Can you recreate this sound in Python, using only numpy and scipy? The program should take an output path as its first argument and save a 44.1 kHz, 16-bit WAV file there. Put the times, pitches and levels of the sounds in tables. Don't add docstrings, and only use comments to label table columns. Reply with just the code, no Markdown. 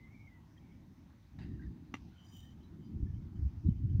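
import sys
import numpy as np
from scipy import signal
from scipy.fft import rfft, irfft
from scipy.io import wavfile
from scipy.ndimage import uniform_filter1d

SR = 44100
rng = np.random.default_rng(int(sys.argv[2]) if len(sys.argv) > 2 else 0)


def field_ratio(decibels):
    return 10 ** (np.asarray(decibels, dtype=float) / 20)


def transcribe(signal):
    frames = np.atleast_2d(signal).T
    limited = np.clip(frames, -1, 1)
    pcm = np.round(limited * 32767).astype(np.int16)
    wavfile.write(sys.argv[1], SR, pcm)


N = 176400


def unit(x):
    return x / np.sqrt(np.mean(x ** 2))


def band(x, hz, width_hz):
    hz = min(hz, 0.45 * SR)
    return signal.lfilter(*signal.iirpeak(hz, hz / max(width_hz, 5), fs=SR), x)


def smooth_twice(x, span):
    return uniform_filter1d(uniform_filter1d(x, span), span)


def even(x, span_s):
    return x / np.sqrt(smooth_twice(x ** 2, int(span_s * SR)))


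def walk(rate_hz):
    hold = int(SR / rate_hz)
    levels = np.repeat(rng.standard_normal(N // hold + 1), hold)
    return 1.3 * smooth_twice(levels, hold)[:N]


def curve(rows, column, outside=None):
    rows = np.array(rows, float)
    return np.interp(np.arange(N) / SR, rows[:, 0], rows[:, column], outside, outside)


def swell(start_s, length_s, attack_s):
    t = np.arange(N) / SR - start_s
    rise = np.clip(t / attack_s, 0, 1)
    return rise * np.clip(1 - t / (length_s + attack_s), 0, 1) ** 0.6


def slips(rate_hz, spread_db):
    chance = rng.random((3, N))
    clicks = (chance[0] < rate_hz / SR) * np.sign(chance[1] - 0.5)
    return unit(clicks * field_ratio(-spread_db * np.log(chance[2] + 1e-9)))


# (time [s], thud level [dB], flutter over thud [dB])
GUSTS = [(0, -58.5, -1.5), (.55, -60, 0), (.75, -60, 5.5), (1.3, -61, -3), (1.42, -45.5, -1.5),
         (1.58, -46.5, 0.5), (1.84, -59.5, 5), (2.07, -53.5, 2), (2.15, -63, -1), (2.35, -55.5, -3.5),
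         (2.9, -56, 4.5), (2.94, -40.5, -1), (3.18, -38.5, -21), (3.21, -44, -10), (3.62, -49, -8.5),
         (3.67, -35.5, 1), (3.77, -39, -23.5), (3.9, -32.5, -22)]
# (time [s], half length [s], pitch [Hz], peak [dB])
EDDIES = [(1.68, 0.037, 61, -41.5), (3.03, 0.004, 74, -23), (3.395, 0.007, 84, -31),
          (3.432, 0.011, 80, -26), (3.458, 0.0087, 159, -37.5), (3.463, 0.016, 70.6, -24),
          (3.58, 0.016, 80, -40.5), (3.661, 0.012, 304, -41), (3.668, 0.011, 78.7, -21.5),
          (3.69, 0.0049, 169, -18.5), (3.721, 0.0068, 88, -26), (3.85, .015, 112, -29),
          (3.955, 0.0065, 90, -18.5), (3.999, 0.0056, 82, -17.5)]


def wind():
    thud_hz, thud_width_hz = 80, 62
    flutter_hz, flutter_width_hz, top_hz = 171, 134, 339.4
    buffets_hz, thud_patchy_db, flutter_patchy_db = 28, 1.5, 2.0
    t = np.arange(N) / SR
    thud = band(rng.standard_normal(N), thud_hz, thud_width_hz)
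    thud = even(band(thud, thud_hz, 2 * thud_width_hz), 0.093)
    thud = thud * field_ratio(thud_patchy_db * walk(buffets_hz))
    flutter = even(band(rng.standard_normal(N), flutter_hz, flutter_width_hz), 0.036)
    flutter = flutter * field_ratio(flutter_patchy_db * walk(buffets_hz))
    out = field_ratio(curve(GUSTS, 1)) * (thud + field_ratio(curve(GUSTS, 2)) * flutter)
    out = signal.sosfilt(signal.butter(8, top_hz, fs=SR, output="sos"), out)
    for start_s, half_s, hz, db in EDDIES:
        since = t - start_s
        out = out + field_ratio(db) * np.exp(-(since / half_s) ** 2) * np.cos(2 * np.pi * hz * since)
    return out


# (frequency [Hz], density [dB per Hz])
AIR = [(210, -41), (350, -5.5), (884, -3), (1400, -9.5), (2000, -10.5), (3130, -16), (6080, -18),
       (7910, -25.5), (14000, -29)]


def air():
    level_db, patchy_db, patch_rate_hz = -74, 2.5, 14
    capsule_hz, capsule_width_hz, capsule_db = 14800, 1200, 6.5
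    duck_db_per_db, duck_from_db = 0.13, -46
    hz = np.maximum(np.arange(N // 2 + 1) * SR / N, 1)
    table = np.array(AIR)
    colour_db = np.interp(np.log(hz), np.log(table[:, 0]), table[:, 1])
    colour = rfft(rng.standard_normal(N)) * field_ratio(colour_db) * (hz > 300)
    place = np.clip(4 * np.log2(hz / 350), 0, 17)
    hiss = np.zeros(N)
    for k in range(18):
        patch = irfft(colour * np.sqrt(np.clip(1 - np.abs(place - k), 0, 1)), N)
        hiss += patch * field_ratio(patchy_db * (k < 17) * walk(patch_rate_hz))
    hiss = unit(hiss)
    hiss = hiss + field_ratio(capsule_db) * band(hiss, capsule_hz, capsule_width_hz)
    duck_db = duck_db_per_db * np.maximum(curve(GUSTS, 1) - duck_from_db, 0)
    return hiss * field_ratio(level_db - duck_db)


# (time [s], pitch [Hz], level [dB])
WHISTLE = [(0, 2085, -71), (.065, 2050, -69), (.1, 2130, -77), (.16, 2240, -69), (.26, 2230, -71),
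           (.31, 2040, -75), (.36, 1990, -76), (.41, 1970, -79), (.45, 1950, -95)]
# (time [s], pitch [Hz], level [dB])
WHISTLE_AGAIN = [(.6, 2250, -98), (.64, 2250, -82), (.77, 2215, -82), (.8, 2200, -98)]
# (pitch ratio [1], level [dB])
STRANDS = [(1.0, -2.5), (.955, -11), (1.05, -10)]


def birds():
    wobble, patchy_db = 0.014, 5.0
    chip_s, chip_hz, chip_db, chip_half_s = 0.582, 3210, -65.5, 0.0053
    t = np.arange(N) / SR
    chip_shape = np.exp(-((t - chip_s) / chip_half_s) ** 2)
    out = field_ratio(chip_db) * chip_shape * np.sin(2 * np.pi * chip_hz * t)
    for call in (WHISTLE, WHISTLE_AGAIN):
        for ratio, strand_db in STRANDS:
            hz = curve(call, 1) * (ratio + wobble * walk(120))
            db = curve(call, 2, outside=-140) + strand_db + patchy_db * walk(70)
            out = out + np.sqrt(2) * field_ratio(db) * np.sin(2 * np.pi * np.cumsum(hz) / SR)
    return out


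# (time [s], lowest mode level [dB], upper modes level [dB])
SLIDE = [
    (2.14, -90, -99),
    (2.19, -69, -86),
    (2.26, -72.5, -76.5),
    (2.298, -85, -75.5),
    (2.33, -69.5, -74),
    (2.37, -62.5, -70.5),
    (2.4, -68, -73),
    (2.525, -74, -82.5),
    (2.55, -95, -87),
]
# (frequency [Hz], width [Hz], level [dB])
SHAFT = [(3060, 65, 0), (3690, 50, -15), (4890, 90, -15), (5900, 55, -6), (6510, 50, -18), (6980, 200, -16),
         (8250, 90, -19), (9260, 110, -19), (11900, 90, -19), (13400, 80, -26), (14300, 500, -28),
         (15200, 600, -18)]
# (time [s], length [s], level [dB])
RUBS = [(2.602, .06, -77.5), (2.8, .12, -79.5), (3.13, .05, -81), (3.35, .04, -80.5), (3.683, 0.037, -77.5),
        (3.75, .04, -81), (3.89, .05, -80)]
# (time [s], length [s], frequency [Hz], level [dB])
CATCHES = [(0.562, .04, 1860, -73.5), (1.415, 0.035, 2670, -67.5), (1.418, 0.034, 4700, -73),
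           (1.496, 0.13, 1820, -74.5), (1.593, 0.062, 1600, -66.5), (1.616, 0.038, 1906, -64.5),
           (1.66, 0.021, 1750, -68.5), (2.118, 0.11, 1460, -76), (2.263, 0.061, 4880, -74.5),
           (2.397, .06, 3670, -77), (2.426, 0.096, 1810, -76.5), (2.629, 0.058, 3950, -76),
           (2.836, 0.064, 4870, -80), (3.055, 0.11, 1750, -76.5), (3.665, .02, 3880, -77.5)]


def shaft():
    grip_patchy_db, catch_width_hz = 2.5, 51
    firm_from_db, firm_above_hz, firm_slope = -70.5, 7500, 0.81
    drive = slips(4000, 2.0)

    def ring(hz, width_hz, span_s):
        return even(band(band(drive, hz, 1.5 * width_hz), hz, 4 * width_hz), span_s)

    low = ring(SHAFT[0][0], SHAFT[0][1], 0.03)
    firm_db = firm_slope * np.clip(curve(SLIDE, 2) - firm_from_db, -20, 0)
    upper = np.zeros(N)
    for hz, width_hz, db in SHAFT[1:]:
        mode_db = db + firm_db * (hz > firm_above_hz) + grip_patchy_db * walk(18)
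        upper += field_ratio(mode_db) * np.sqrt(width_hz) * ring(hz, width_hz, 0.041)
    upper = unit(upper)
    out = field_ratio(curve(SLIDE, 1, outside=-140)) * low + field_ratio(curve(SLIDE, 2, outside=-140)) * upper
    for start_s, length_s, db in RUBS:
        out += field_ratio(db) * swell(start_s, length_s, 0.012) * (low + 0.32 * upper)
    for start_s, length_s, hz, db in CATCHES:
        out += field_ratio(db) * swell(start_s, length_s, 0.0046) * ring(hz, catch_width_hz, 0.029)
    return out


# (time [s], length [s], level [dB], brightness [dB per octave])
SCUFFS = [
    (1.386, .1, -59.5, -1),
    (1.444, 0.9, -78.5, 0.5),
]
# (frequency [Hz], width [Hz], level [dB])
SCUFFED = [(850, 330, -1), (1750, 700, -2), (2600, 580, -12.5), (3740, 420, -4.5), (4700, 220, -8),
           (5730, 500, -18)]


def scuffs():
    patchy_db = 2.5
    grit = slips(5000, 1.6)
    out = np.zeros(N)
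    for start_s, length_s, level_db, tilt_db in SCUFFS:
        wood = np.zeros(N)
        for hz, width_hz, db in SCUFFED:
            mode_db = db + tilt_db * np.log2(hz / 1750) + patchy_db * walk(30.12)
            wood += field_ratio(mode_db) * band(band(grit, hz, width_hz), hz, 2 * width_hz)
        out += field_ratio(level_db) * swell(start_s, 1.33 * length_s, 0.003) ** 3 * unit(wood)
    return out


# (time [s], level [dB], contact [ms], brightness [dB per octave])
KNOCKS = [
    (1.9404, -27.5, 0.89, -0.9),
    (1.9516, -41.5, 0.6, 0.5),
    (1.967, -53, 0.54, 2),
]
# (frequency [Hz], level [dB], t60 [s])
WOOD = [(270, -5, .035), (560, -5, .012), (880, 0.1, .01), (1150, -2, .015), (1550, -8, .01),
        (2030, -5, .025), (2450, -8, .015), (2760, -6, .02), (3070, -20, .03), (3620, -21, .035),
        (4280, -32, .03), (5900, -19, .025), (6750, -29, .04), (15150, -29, .013)]


def knocks():
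    brightest_hz = 6500
    wash_db, wash_t60_s, wash_hz, wash_width_hz = -33, 0.16, 2300, 2500
    out = np.zeros(N)
    t = np.arange(int(0.2 * SR)) / SR
    for start_s, level_db, contact_ms, tilt_db in KNOCKS:
        ring = np.zeros(len(t))
        for hz, db, t60_s in WOOD:
            gain = field_ratio(db + tilt_db * np.log2(min(hz, brightest_hz) / 1000))
            phase = 0.1 * rng.random()
            ring += gain * np.exp(-np.log(1000) * t / t60_s) * np.sin(2 * np.pi * (hz * t + phase))
        push = np.sin(np.pi / 2 * np.minimum(t / (contact_ms / 1000), 1)) ** 2
        ring = -ring * push
        wash = band(rng.standard_normal(len(t)), wash_hz, wash_width_hz)
        wash = unit(band(wash, wash_hz, wash_width_hz)) * np.exp(-np.log(1000) * t / wash_t60_s)
        i = int(start_s * SR)
        out[i:i + len(t)] += field_ratio(level_db) * (ring / np.abs(ring).max() + field_ratio(wash_db) * wash)
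    return out


def scene():
    return (wind() + air() + birds() + shaft() + scuffs() + knocks())[None]


def band_limit(x):
    return signal.sosfilt(signal.butter(12, 15710, fs=SR, output="sos"), x)


def record(dry):
    low_cut_hz = 19.6
    mix = signal.sosfilt(signal.butter(2, low_cut_hz, "high", fs=SR, output="sos"), dry)
    return band_limit(mix)


dry = scene()
out = record(dry)
transcribe(out)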